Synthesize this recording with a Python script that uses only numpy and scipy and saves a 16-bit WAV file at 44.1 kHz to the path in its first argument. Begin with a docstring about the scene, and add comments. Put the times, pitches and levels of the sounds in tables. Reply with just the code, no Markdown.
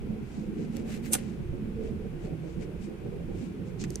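"""A smartwatch on a wooden table, worked by a finger, in a room with low rumble, hum and hiss.
The fingertip rubs softly over glass and strap: grainy friction noise. Once the case scrapes and clacks,
ringing itself and the table top. A fingernail ticks on the glass, twice before the clack and three
times around a short swipe near the end. Clack and ticks reflect off the room."""
import sys
import numpy as np
from scipy import signal
from scipy.fft import rfft, irfft
from scipy.io import wavfile
from scipy.ndimage import uniform_filter1d

SR = 44100
rng = np.random.default_rng(int(sys.argv[2]) if len(sys.argv) > 2 else 0)


def file_out(sig):
    """Save sig as 16-bit WAV at sys.argv[1]."""
    # one column per channel
    cols = np.atleast_2d(sig).T
    # limit, then scale
    lim = np.clip(cols, -1, 1)
    pcm = np.round(lim * 32767).astype(np.int16)
    wavfile.write(sys.argv[1], SR, pcm)


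N = 176400
T, HZ = np.arange(N) / SR, np.fft.rfftfreq(N, 1 / SR)

# Room noise spectra: freq_hz, gain_db
RUMBLE_SPECTRUM = [(15, -14.5), (25, -5.5), (49, -7), (113, -4.5), (150, -0.5), (200, -4), (245, -10),
                   (280, -10), (341, -5.5), (381, -8), (446, -10), (540, -18), (663, -30.5), (760, -25.5),
                   (1100, -52), (1430, -73)]
HISS_SPECTRUM = [(300, 8), (900, 3.5), (1200, -0.5), (1500, 1.5), (1750, -2), (2400, 0.5), (3000, -5),
                 (4000, -11.5), (6000, -15.5), (10000, -17.5), (14000, -22), (15700, -27)]
# Left-right likeness of the rumble: freq_hz, correlation
RUMBLE_CORRELATION = [(40, 0.68), (150, 0.67), (350, 0.55), (600, 0.11)]
# Envelopes of three rumble bands and a brief higher hum: time_s, gain_db
DEEP_ENVELOPE = [(0.0, -38.5), (0.06, -41), (0.39, -48.5), (0.48, -43), (0.64, -51), (0.82, -41),
                 (0.95, -48), (1.12, -45), (1.35, -46.5), (1.53, -33.5), (1.58, -43), (1.91, -37.5),
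                 (2.18, -43.5), (2.32, -41.5), (2.38, -52), (2.58, -39), (2.73, -48.5), (2.79, -36.5),
                 (2.85, -51), (3.37, -38.5), (3.41, -49.5), (4.0, -42)]
BASS_ENVELOPE = [(0.0, -40.5), (0.03, -42.5), (0.11, -32), (0.19, -42.5), (0.22, -34), (0.29, -47.5),
                 (0.32, -39), (0.34, -45), (0.39, -33), (0.41, -29.5), (0.44, -46), (0.48, -32.5),
                 (0.54, -39.5), (0.59, -31.5), (0.79, -38), (0.8, -36), (1.35, -38), (1.37, -50.5),
                 (1.39, -31.5), (1.44, -42.5), (1.55, -35.5), (1.58, -42), (1.6, -35), (1.83, -38.5),
                 (1.85, -39), (1.88, -46), (1.93, -33), (2.03, -45.5), (2.06, -32.5), (2.09, -44),
                 (2.17, -38.5), (2.21, -46.5), (2.26, -32), (2.28, -47), (2.34, -31), (2.37, -47),
                 (2.39, -35), (2.54, -48.5), (2.57, -35), (2.63, -38), (2.65, -46), (2.67, -38.5),
                 (2.73, -45.5), (2.75, -37.5), (2.78, -47.5), (2.84, -35.5), (2.91, -43.5), (3.01, -45.5),
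                 (3.09, -33.5), (3.12, -43), (3.17, -37), (3.39, -39), (3.42, -35.5), (3.55, -41),
                 (3.58, -35.5), (3.74, -41.5), (3.89, -33), (3.91, -39), (3.98, -45), (4.0, -35.5)]
LOW_MID_ENVELOPE = [(0.0, -55), (0.042, -46), (0.352, -54), (0.382, -46), (0.536, -46), (0.558, -50),
                    (0.592, -40), (0.728, -54), (0.748, -42.5), (0.912, -47), (0.924, -54), (0.98, -45.5),
                    (1.1, -50.5), (1.11, -43), (1.2, -47.5), (1.42, -48.5), (1.53, -43.5), (1.64, -57),
                    (1.66, -42.5), (1.76, -58), (1.81, -40.5), (1.99, -51.5), (2.04, -46), (2.11, -55),
                    (2.13, -44.5), (2.21, -48), (2.24, -43.5), (2.36, -47.5), (2.38, -55.5), (2.46, -42.5),
                    (2.55, -52), (2.61, -43), (2.86, -53), (2.88, -43.5), (2.95, -47), (2.98, -56),
                    (3.07, -40.5), (3.11, -51.5), (3.13, -42), (3.28, -53.5), (3.29, -43), (3.45, -47.5),
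                    (3.46, -52), (3.6, -46), (3.72, -49.5), (3.92, -42.5), (3.94, -52.5), (3.97, -43),
                    (3.98, -57), (4.0, -54)]
HIGH_HUM_ENVELOPE = [(1.6, -58), (1.75, -47), (1.81, -40), (1.9, -47.5), (1.98, -49.5), (2.05, -40),
                     (2.11, -62.5), (2.2, -79)]
# Drifting hum within the bass band: time_s, pitch_hz, power_share
HUM_DRIFT = [(0, 216.4, 0.64), (.3, 212.1, 0.44), (.42, 213.1, 0.87), (.6, 213.2, 0.36), (.75, 225.2, 0.8),
             (1.25, 218.9, 0.42), (1.502, 205.3, 0), (1.899, 221.7, 0.76), (2.02, 206.8, 0.68),
             (2.121, 155.7, 0.2), (2.4, 155.2, 0.5), (2.699, 201.1, 0.07), (2.85, 218.1, 0.8),
             (3.048, 197.7, 0.03), (3.18, 169.2, 0.6), (3.45, 178.5, 0.17), (3.701, 179.3, 0.54),
             (3.859, 166.2, 0.35), (4, 191.4, 0.3)]
# Fingertip strokes: centre_s, sigma_s, level_db, low_edge_hz, high_edge_hz, pan_db
RUB_STROKES = [(0.36, 0.077, -62.5, 3500, 8200, 2), (0.616, 0.04, -58.5, 1440, 9000, 2.5),
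               (0.771, 0.035, -55.5, 1880, 10500, 2.5), (0.928, 0.038, -47, 1460, 12300, 1),
               (1.063, 0.021, -49, 1480, 14700, 2), (1.168, 0.032, -48.5, 1540, 11000, 1),
               (1.245, 0.08, -59, 1510, 9200, 4), (1.86, 0.033, -60.5, 1490, 9100, 4.5),
               (2.25, 0.028, -59, 1190, 9260, 3.5), (2.5, 0.055, -65.5, 3040, 8020, 2),
               (2.625, 0.018, -55.5, 1480, 9100, 3.5), (2.842, 0.028, -60, 3030, 9600, 4.5),
               (3.416, .055, -61.5, 2600, 10000, 5.5), (3.681, 0.017, -64.5, 4500, 8700, 0),
               (3.815, 0.013, -44.5, 4630, 7550, .5), (3.844, .008, -46, 1900, 8000, -1),
               (3.935, 0.045, -58.5, 3980, 10930, 0)]
# Nail on glass: start_s, ring_db, pitch_ratio, high_edge_hz, snap_db, knock_db
NAIL_TICKS = [(.7680, -56, 1.0, 9500, -37, -70), (1.0592, -70, 1.0, 9500, -44, -70),
              (3.8394, -31, 1.05, 7900, -44, -37), (3.9042, -50, 1.04, 7900, -37.5, -56),
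              (3.9562, -21, 1.0, 10300, -38, -54)]
# Case sliding on the table: time_s, force_db
SCRAPE_ENVELOPE = [(1.108, -60), (1.122, -38), (1.131, -31), (1.143, -32), (1.155, -36), (1.161, -45),
                   (1.175, -52), (1.2, -70)]
# Case hitting the table: peak_s, force_db, rise_s, decay_s, crunch_db, knock_db
CASE_CONTACTS = [(1.1288, -26, .003, .002, -44, -60), (1.1341, -13.3, .0011, .0013, -32, -48),
                 (1.1402, -19.5, .0015, .0024, -25.5, -34), (1.1480, -33, .002, .003, -32, -38),
                 (1.1519, -22, .0003, .0008, -28, -29.5), (1.1555, -36, .001, .004, -37, -50)]
# Contact noise spectra of skin, nail and case: freq_hz, gain_db
RUB_SPECTRUM = [(600, 6), (1300, 2.5), (2300, 7), (3300, -2), (4500, -3), (6000, -4), (7500, -3.5),
                (10000, -10), (15000, -8.5)]
SNAP_SPECTRUM = [(2000, -12), (3800, -5), (4800, 2), (7200, 3), (8700, 2), (9700, -5), (11500, 0),
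                 (13000, -9), (15500, -6)]
CRACK_SPECTRUM = [(400, -38), (2000, -15), (3700, -11), (5400, -11), (6200, 0), (7000, -4), (7700, 2.5),
                  (9000, 4), (10800, -1), (12800, -5), (13400, -1), (14600, -13), (15600, -31)]
CRUNCH_SPECTRUM = [(400, -20), (750, -2), (1150, -6), (2000, -1), (3500, 1), (4500, -2), (6500, -1),
                   (8000, -7), (12000, -22), (15000, -40)]
# Modes of glass, case and table top: freq_hz, gain_db, t60_s
GLASS_MODES = [(4800, -9, .008), (6050, 0, .009), (6950, -2, .008), (7900, -9, .009), (8550, -9, .011),
               (9250, -7.5, .009), (10050, -13, .008), (11000, -14, .008)]
CASE_MODES = [(1453, -11, .06), (2799, -13, .04), (3564, -11, .035), (6100, -2, .04), (6500, -7, .02),
              (6918, -10, .035), (7535, -2, .04), (7830, -7, .04), (8430, -3, .025), (8925, -1.5, .04),
              (9265, 0, .04), (9450, -1, .035), (9845, -1, .04), (10325, -4, .04), (10900, -8, .04),
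              (13390, -8, .025)]
TABLE_MODES = [(293, 7, .039), (490, 8, .06), (740, 9, .035), (896, 2, .03), (1230, 0, .04), (1455, 1, .04),
               (1720, -2, .038), (2470, -4, .018), (3200, -1, .026)]


def amp(db):
    """Decibels to gain."""
    return 10 ** (np.asarray(db) / 20)


def unit(x):
    """Scale to rms 1."""
    return x / np.sqrt(np.mean(x ** 2) + 1e-20)


def colour(points):
    """Gain per frequency from (freq_hz, gain_db) points."""
    hz, db = np.transpose(points)
    return amp(np.interp(np.log(HZ + 1), np.log(hz), db))


def envelope(points):
    """Gain per sample from (time_s, gain_db) points; fades to silence outside them."""
    time_s, db = np.transpose(points)
    inside_s = np.minimum(T - time_s[0], time_s[-1] - T)
    return amp(np.interp(T, time_s, db)) * np.clip(inside_s / .02 + 2, 0, 1)


def bell(centre_hz, sigma_oct):
    """Gaussian band in log frequency."""
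    return np.exp(-.5 * (np.log2((HZ + 1) / centre_hz) / sigma_oct) ** 2)


def pan(db):
    """Channel gains: left +db, right -db."""
    return amp([[db], [-db]])


def noise(spectrum, correlation):
    """Shaped stereo noise, rms 1."""
    left, other = rfft(rng.standard_normal((2, N)))
    right = correlation * left + np.sqrt(1 - correlation ** 2) * other
    return unit(irfft(np.array([left, right]) * spectrum, N))


def burst(peak_s, rise_s, decay_s):
    """Exponential rise and decay around a peak."""
    return np.exp(-np.maximum((peak_s - T) / rise_s, (T - peak_s) / decay_s))


def ring(modes, scatter_cycles=1):
    """Impulse response of damped modes, phases scattered per channel."""
    t = T[:SR // 5]
    return sum(amp(db - 60 * t / t60_s)
               * np.sin(2 * np.pi * (hz * t + scatter_cycles * rng.random((2, 1))))
               for hz, db, t60_s in modes)


def through(x, response):
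    """Convolve with an impulse response."""
    return signal.fftconvolve(x, response, axes=1)[:, :N]


def steady(x):
    """Hold the running rms near 1, keeping quick flutter."""
    return x / np.sqrt(uniform_filter1d((x ** 2).mean(0), size=2400) + 1e-6)


def waver(x, depth_db=4.3, full_above_hz=120):
    """Time-frequency patches swell and sink at random."""
    hz, _, bins = signal.stft(x, SR, nperseg=2048, noverlap=1536)
    patch = np.outer(np.hanning(6), np.hanning(17))
    field = unit(signal.fftconvolve(rng.standard_normal(bins.shape[1:]), patch, "same"))
    gain = amp(depth_db * np.clip(field, -2, 2) * np.minimum(hz / full_above_hz, 1)[:, None])
    return signal.istft(bins * unit(gain), SR, nperseg=2048, noverlap=1536)[1][:, :N]


def hum(pitch_hz, half_width_hz):
    """Fuzzy tone: narrow-band noise shifted along a pitch curve."""
    centre_hz = np.mean(pitch_hz)
    band = 1 / (1 + ((HZ - centre_hz) / half_width_hz) ** 2)
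    analytic = signal.hilbert(noise(band, .8))
    shift = np.exp(2j * np.pi * np.cumsum(pitch_hz - centre_hz) / SR)
    return steady((analytic * shift).real)


def room_tone(deep_edge_hz=96.4, bass_edge_hz=298, high_hum_hz=447):
    """Rumble in three wavering bands, a drifting hum, a brief higher hum and steady hiss."""
    time_s, pitch_hz, share = np.transpose(HUM_DRIFT)
    hum_share = np.interp(T, time_s, share)
    bass_gain = envelope(BASS_ENVELOPE) * amp(.32)
    below_deep = 1 / (1 + (HZ / deep_edge_hz) ** 12)
    below_bass = 1 / (1 + (HZ / bass_edge_hz) ** 12)
    bands = [(below_deep, envelope(DEEP_ENVELOPE) * amp(-.03)),
             (abs(below_bass - below_deep), bass_gain * np.sqrt(1 - hum_share)),
             (1 - below_bass, envelope(LOW_MID_ENVELOPE) * amp(2.79))]
    correlation = np.interp(HZ, *np.transpose(RUMBLE_CORRELATION))
    rumble = np.zeros((2, N))
    for band, gain in bands:
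        band_noise = noise(colour(RUMBLE_SPECTRUM) * np.sqrt(band), correlation)
        rumble += steady(waver(band_noise)) * gain
    low_hum = hum(np.interp(T, time_s, pitch_hz), half_width_hz=19) * bass_gain * np.sqrt(hum_share)
    high_hum = hum(high_hum_hz, half_width_hz=28) * envelope(HIGH_HUM_ENVELOPE)
    hiss = noise(colour(HISS_SPECTRUM), .033) * amp(-54)
    return rumble * pan(-2) + (low_hum + high_hum) * pan(-3) + hiss * pan(1.12)


def finger_rubs(grain_db=2.4):
    """Sliding skin: fine-grained friction swells and fades with each stroke."""
    roughness = unit(uniform_filter1d(rng.standard_normal(N), size=40))
    grain = unit(amp(grain_db * roughness))
    out = np.zeros((2, N))
    for centre_s, sigma_s, level_db, low_hz, high_hz, pan_db in RUB_STROKES:
        band = 1 / np.sqrt((1 + (HZ / high_hz) ** 12) * (1 + (low_hz / (HZ + 1)) ** 4))
        swell = np.exp(-.5 * ((T - centre_s) / sigma_s) ** 2)
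        out += noise(colour(RUB_SPECTRUM) * band, .15) * swell * amp(level_db) * pan(pan_db)
    return grain * out


def nail_ticks(rise_s=.0005, knock_hz=1880):
    """A nail strikes the glass: short ring, broad snap, small knock."""
    out = np.zeros((2, N))
    for start_s, ring_db, pitch_ratio, edge_hz, snap_db, knock_db in NAIL_TICKS:
        modes = [(hz * pitch_ratio, db - 10 * np.log10(1 + (hz / edge_hz) ** 16), t60_s)
                 for hz, db, t60_s in GLASS_MODES]
        glass = ring(modes, scatter_cycles=.1)
        glass *= 1 - np.exp(-(T[:glass.shape[1]] / rise_s) ** 2)
        glass = np.pad(glass, ((0, 0), (round(start_s * SR), N)))[:, :N]
        peak_s = start_s + rise_s
        snap = noise(colour(SNAP_SPECTRUM), .12) * burst(peak_s, rise_s, decay_s=.0012)
        knock = noise(bell(knock_hz, sigma_oct=.33), .28) * burst(peak_s, rise_s, decay_s=.0035)
        out += amp(ring_db) * glass + amp(snap_db) * snap + amp(knock_db) * knock
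    return out


def case_clack(ring_db=-5, crack_db=-.5, table_db=-7.52):
    """The case slides, snaps down and settles in duller bounces, ringing itself and the table."""
    impact_power = sum((amp(force_db) * burst(peak_s, rise_s, decay_s)) ** 2
                       for peak_s, force_db, rise_s, decay_s, _, _ in CASE_CONTACTS)
    force = np.sqrt(envelope(SCRAPE_ENVELOPE) ** 2 + impact_power)
    response = ring(CASE_MODES)
    case_ring = through(force * noise(1, .3), response / np.linalg.norm(response[0]))
    blows, crunch = np.zeros((1, N)), np.zeros((2, N))
    for peak_s, _, rise_s, decay_s, crunch_db, knock_db in CASE_CONTACTS:
        blows[0, round(peak_s * SR)] = amp(knock_db)
        crunch += amp(crunch_db) * burst(peak_s, rise_s, decay_s) * noise(colour(CRUNCH_SPECTRUM), .1)
    crack = force * noise(colour(CRACK_SPECTRUM), .032)
    watch = amp(ring_db) * case_ring + amp(crack_db) * crack + crunch
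    table = amp(table_db) * through(blows, ring(TABLE_MODES))
    return watch * pan(-1) + table * pan(-2)


def table_thud(level_db=-43):
    """The table top gives a little as the case settles."""
    push = burst(peak_s=1.15, rise_s=.014, decay_s=.009)
    return amp(level_db) * noise(bell(centre_hz=480, sigma_oct=.54), .2) * push * pan(-2)


def reflections(x, t60_s=.2, predelay_s=.003, density=.1):
    """Sparse echoes of a small room."""
    t = T[:SR // 2]
    echoes = rng.standard_normal((2, len(t))) * (rng.random((2, len(t))) < density)
    tail = echoes * (t > predelay_s) * amp(-60 * t / t60_s)
    return through(x, tail / np.linalg.norm(tail[0]))


def scene(reflections_db=-24):
    """Impacts with their reflections, plus rubs and room tone."""
    hits = case_clack() + table_thud() + nail_ticks()
    return hits + amp(reflections_db) * reflections(hits) + finger_rubs() + room_tone()


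def record(dry, cutoff_hz=15750):
    """Steep low-pass band limit."""
    taps = signal.firwin(511, cutoff_hz, window=("kaiser", 9), fs=SR)
    return signal.oaconvolve(dry, taps[None], "same")


dry = scene()
out = record(dry)
file_out(out)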